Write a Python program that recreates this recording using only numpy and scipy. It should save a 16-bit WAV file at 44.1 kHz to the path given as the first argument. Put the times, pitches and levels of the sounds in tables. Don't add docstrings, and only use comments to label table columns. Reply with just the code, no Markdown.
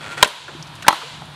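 import sys
import numpy as np
from scipy import signal
from scipy.fft import rfft, irfft, next_fast_len
from scipy.io import wavfile
from scipy.ndimage import minimum_filter1d, map_coordinates

SR = 44100
rng = np.random.default_rng(int(sys.argv[2]) if len(sys.argv) > 2 else 0)


def transcribe(u):
    v = np.clip(np.atleast_2d(u).T, -1, 1)
    q = np.round(v * 32767).astype(np.int16)
    wavfile.write(sys.argv[1], SR, q)


N = 59535
RING_ATTACK_S, CRACK_ATTACK_S = 0.00059, 0.00028


def stroke(contacts, modes, scatter_db=2.5):
    # frequency in Hz, relative level in dB.
    crack = [(60, -34), (200, -7.5), (500, 0), (1600, 2), (2400, -0.5), (3800, 0.5), (5500, -9),
             (9000, -11.5), (15000, -27.5)]
    out, t = np.zeros(N), clock()
    middle_hz = np.median([hz for hz, _, _ in modes])
    for start, ring_db, ring_tilt, crack_db, crack_t60, crack_tilt in contacts:
        for k, (hz, db, t60) in enumerate(modes):
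            octaves_up = max(np.log2(2 * hz / middle_hz), 0)
            level_db = ring_db + db + ring_tilt * octaves_up + scatter_db * rng.standard_normal()
            ring = fade(start, RING_ATTACK_S, t60) * np.sin(2 * np.pi * hz * (t - start))
            out += (-1) ** k * amp(level_db) * ring
        colour = [(hz, db + crack_tilt * np.log2(hz / middle_hz)) for hz, db in crack]
        out += amp(crack_db) * fade(start, CRACK_ATTACK_S, crack_t60) * noise(colour)
    return out


def first_stick():
    # start in seconds, ring level in dB, ring tilt in dB per octave,
    # crack level in dB, crack t60 in seconds, crack tilt in dB per octave.
    contacts = [(.2271, 12.5, 1, 12, 0.037, 0), (.2449, -20, 5, 5, 0.053, -0.5),
                (.2575, 1, -8.5, -6.5, 0.024, -6.5), (.2742, -8, -4, -9, 0.044, 7.5)]
    # frequency in Hz, relative level in dB, t60 in seconds.
    modes = [(224, -14, 0.027), (442, -8.5, .06), (494, -19.5, 0.027), (600, -10.5, 0.08),
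             (893, -24, 0.056), (1002, 2, 0.048), (1398, -15, 0.068), (1556, -6.5, 0.035),
             (1668, -11.5, 0.079), (1840, -7, 0.047), (2320, -35, 0.034), (3170, 0, 0.023),
             (3437, -7.5, 0.047), (3890, -6.5, 0.045), (4205, -15.5, 0.038)]
    return stroke(contacts, modes)


def second_stick():
    contacts = [(.8655, -21.5, -4.5, -24, 0.099, -2.6), (.8812, 10.5, 0.5, 9, 0.033, 0.53),
                (.9052, 0, -1, -8.5, 0.022, -1), (.927, -3.5, -0.5, -4, 0.015, 1)]
    modes = [(208, -16.5, 0.027), (317, -18, 0.08), (600, -7.5, 0.044), (803, -8, 0.091), (905, 2.5, 0.036),
             (1027, -3.5, 0.051), (1109, -8.5, 0.088), (1316, -1, 0.045), (1557, -8, 0.035),
             (1946, -5.5, 0.033), (2500, -19, 0.045), (3266, -15, .04), (3813, -27, 0.034),
             (4173, -12, 0.061)]
    return stroke(contacts, modes)


def creak(count=80, slips_per_s=116, gap_scatter=0.2, spread_db=1.5):
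    # time in seconds, relative level in dB.
    contour = [(0, -36.5), (.04, -35), (.1, -34.5), (.135, -36), (.165, -43.5), (0.176, -30.5), (.195, -32),
               (0.227, -29), (.235, -67)]
    # centre in Hz, width in Hz, relative level in dB.
    resonances = [(954, 26, -1.5), (1398, 34, 11), (1482, 43, 5), (1874, 50, 0), (2320, 200, -3.5),
                  (3364, 30, 3), (4020, 440, -13)]
    # frequency in Hz, relative level in dB.
    fibre = [(100, -7.5), (450, 3.5), (1200, 1), (2500, 1), (4500, -10), (5500, -15.5), (8000, -11.5),
             (10500, -23), (12000, -26), (15000, -44)]

    def tube(hz):
        return sum(amp(db) * 1j * hz * width / (centre ** 2 - hz ** 2 + 1j * hz * width)
                   / (1 + 1j * hz / (2 * centre)) for centre, width, db in resonances)

    gaps, sizes = rng.standard_normal((2, count))
    times = np.cumsum(np.exp(gap_scatter * gaps)) / slips_per_s
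    slips = np.bincount((times * SR).astype(int), amp(spread_db * sizes), N)[:N]
    body = filtered(slips, tube)
    rasp = signal.fftconvolve(slips, fade(0, CRACK_ATTACK_S, t60=0.05))[:N] * noise(fibre)
    level = amp(np.interp(clock(), *np.transpose(contour), right=-120))
    slipping_share = times[-1] * SR / N
    return amp(-1.5) * level * np.sqrt(slipping_share) * (unit(body) + unit(rasp))


def taps(rows, attack_s=0.0014):
    out = np.zeros(N)
    for start, db, centre, octaves, t60 in rows:
        band = lambda hz: 1 / (1 + (np.log2((hz + 1) / centre) / octaves) ** 2) ** 1.44
        out += amp(db) * fade(start, attack_s, t60) * unit(filtered(rng.standard_normal(N), band))
    return out * amp(6.5)


def knocks_and_ticks():
    # start in seconds, relative level in dB, centre in Hz, width in octaves, t60 in seconds.
    knocks = [(.479, -28.5, 1250, 0.66, 0.094), (.484, -37.5, 454, 1, 0.17),
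              (.549, -40.5, 322, 0.29, 0.086), (.8455, -33, 1490, 0.18, 0.11),
              (1.016, -21.5, 1140, 0.38, 0.065), (1.03, -34, 484, 0.13, 0.16),
              (1.2175, -32, 880, 0.83, 0.037)]
    ticks = [(.6255, -31, 5330, 0.48, 0.02), (.67, -46.5, 5260, 0.72, 0.043),
             (.752, -46.5, 6000, 1.2, 0.06), (.823, -31.5, 2400, 1.25, 0.047),
             (1.255, -46, 8500, 0.59, 0.013)]
    return taps(knocks) + taps(ticks)


def grove(x, build_s=0.084):
    # frequency in Hz, t60 in seconds.
    decay_times = [(200, .5), (1000, 0.3831), (3500, 0.44), (7000, 0.49), (13000, 0.27)]
    # frequency in Hz, relative level in dB.
    colour = [(100, -18), (450, -7.5), (620, -4), (780, -4), (980, 6.5), (1200, -3.5), (1450, 0.5),
              (1900, -3.5), (2500, -3), (3150, 1.5), (4200, -2.5), (5400, -13), (7200, -14), (10500, -18),
              (15000, -22)]
    hz, t, spectra = signal.stft(x, SR, nperseg=256)
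    t60 = along(decay_times, hz)[:, None]
    tail = (np.exp(-np.log(1000) * t / t60) * (1 - np.exp(-t / build_s))) ** 2
    energy = np.sum(np.abs(spectra) ** 2, axis=0)[None]
    power = signal.fftconvolve(energy, tail / tail.sum(axis=1, keepdims=True), axes=1)[:, :len(t)]
    wash_spectra = signal.stft(noise(colour), SR, nperseg=256)[2] * np.sqrt(np.abs(power))
    wash = signal.istft(wash_spectra, SR, nperseg=256)[1][:N]
    ground = rng.standard_normal(N) * fade(0, attack=0.0055, t60=0.22)
    scatter = signal.fftconvolve(x, ground / np.linalg.norm(ground))[:N]
    return amp(-15) * wash + amp(-22) * scatter


def background(drone_hz=148.8, wander_hz=2.9, drone_sway_db=2, air_sway_db=0.5):
    # frequency in Hz, relative level in dB.
    air = [(100, -4), (300, 2), (450, -3), (750, 3.5), (950, 7.5), (1150, 2.5), (1400, 4), (2000, -3),
           (3400, 2), (4400, -3.5), (5500, -13.5), (9500, -16.5), (13000, -23.5), (15500, -25)]
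    rumble = [(20, -30), (45, -19), (75, -9.5), (115, -5), (160, -3.5), (210, -14), (320, -14.5),
              (700, -93)]
    pitch = drone_hz + wander_hz * wobble(24.2)
    drone = unit(amp(drone_sway_db * wobble(37)) * np.sin(2 * np.pi * np.cumsum(pitch) / SR))
    air_level = amp(-41 + air_sway_db * wobble(10.67))
    return air_level * noise(air) + amp(-44.5) * noise(rumble) + amp(-45.5) * drone


def amp(db):
    return 10 ** (np.asarray(db) / 20)


def unit(x):
    return x / np.sqrt(np.mean(x ** 2) + 1e-20)


def along(points, hz):
    knots_hz, values = np.transpose(points)
    return np.interp(np.log(hz + 1), np.log(knots_hz + 1), values)


def clock():
    return np.arange(N) / SR


def wobble(rate):
    return map_coordinates(rng.standard_normal(int(N * rate / SR) + 4), [clock() * rate])


def filtered(x, response):
    size = next_fast_len(N + SR // 2)
    return irfft(rfft(x, size) * response(np.fft.rfftfreq(size, 1 / SR)), size)[:N]


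def noise(spectrum):
    return unit(filtered(rng.standard_normal(N), lambda hz: amp(along(spectrum, hz))))


def fade(start, attack, t60):
    t = np.maximum(clock() - start, 0)
    return (1 - np.exp(-t / attack)) * np.exp(-np.log(1000) * t / t60)


def scene():
    first = first_stick() + creak()
    second = second_stick() + knocks_and_ticks()
    return (first + grove(first) + second + grove(second) + background())[None]


def record(dry, duck_share=0.74, attack_s=0.0064, hold_s=0.11, release_db_per_s=89.5):
    mic_edge_hz, low_cut_hz, top_hz = 12400, 25, 15700
    mic = signal.sosfilt(signal.butter(4, mic_edge_hz, fs=SR, output="sos"), dry[0])
    need_db = duck_share * np.maximum(20 * np.log10(np.abs(mic) + 1e-9), 0)
    half_hold = int(hold_s * SR / 2)
    held_db = -minimum_filter1d(-need_db, 2 * half_hold + 1, origin=half_hold, mode="constant")
    release_db = release_db_per_s * clock()
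    target_db = np.maximum.accumulate(held_db + release_db) - release_db
    lag = np.exp(-1 / (attack_s * SR))
    duck_db = signal.lfilter([1 - lag], [1, -lag], target_db)
    clipped = np.clip(mic * amp(-duck_db), -0.99, 0.99)
    low_cut = signal.sosfilt(signal.butter(1, low_cut_hz, "highpass", fs=SR, output="sos"), clipped)
    return filtered(low_cut, lambda hz: 1 / np.sqrt(1 + (hz / top_hz) ** 80))[None]


dry = scene()
out = record(dry)
transcribe(out)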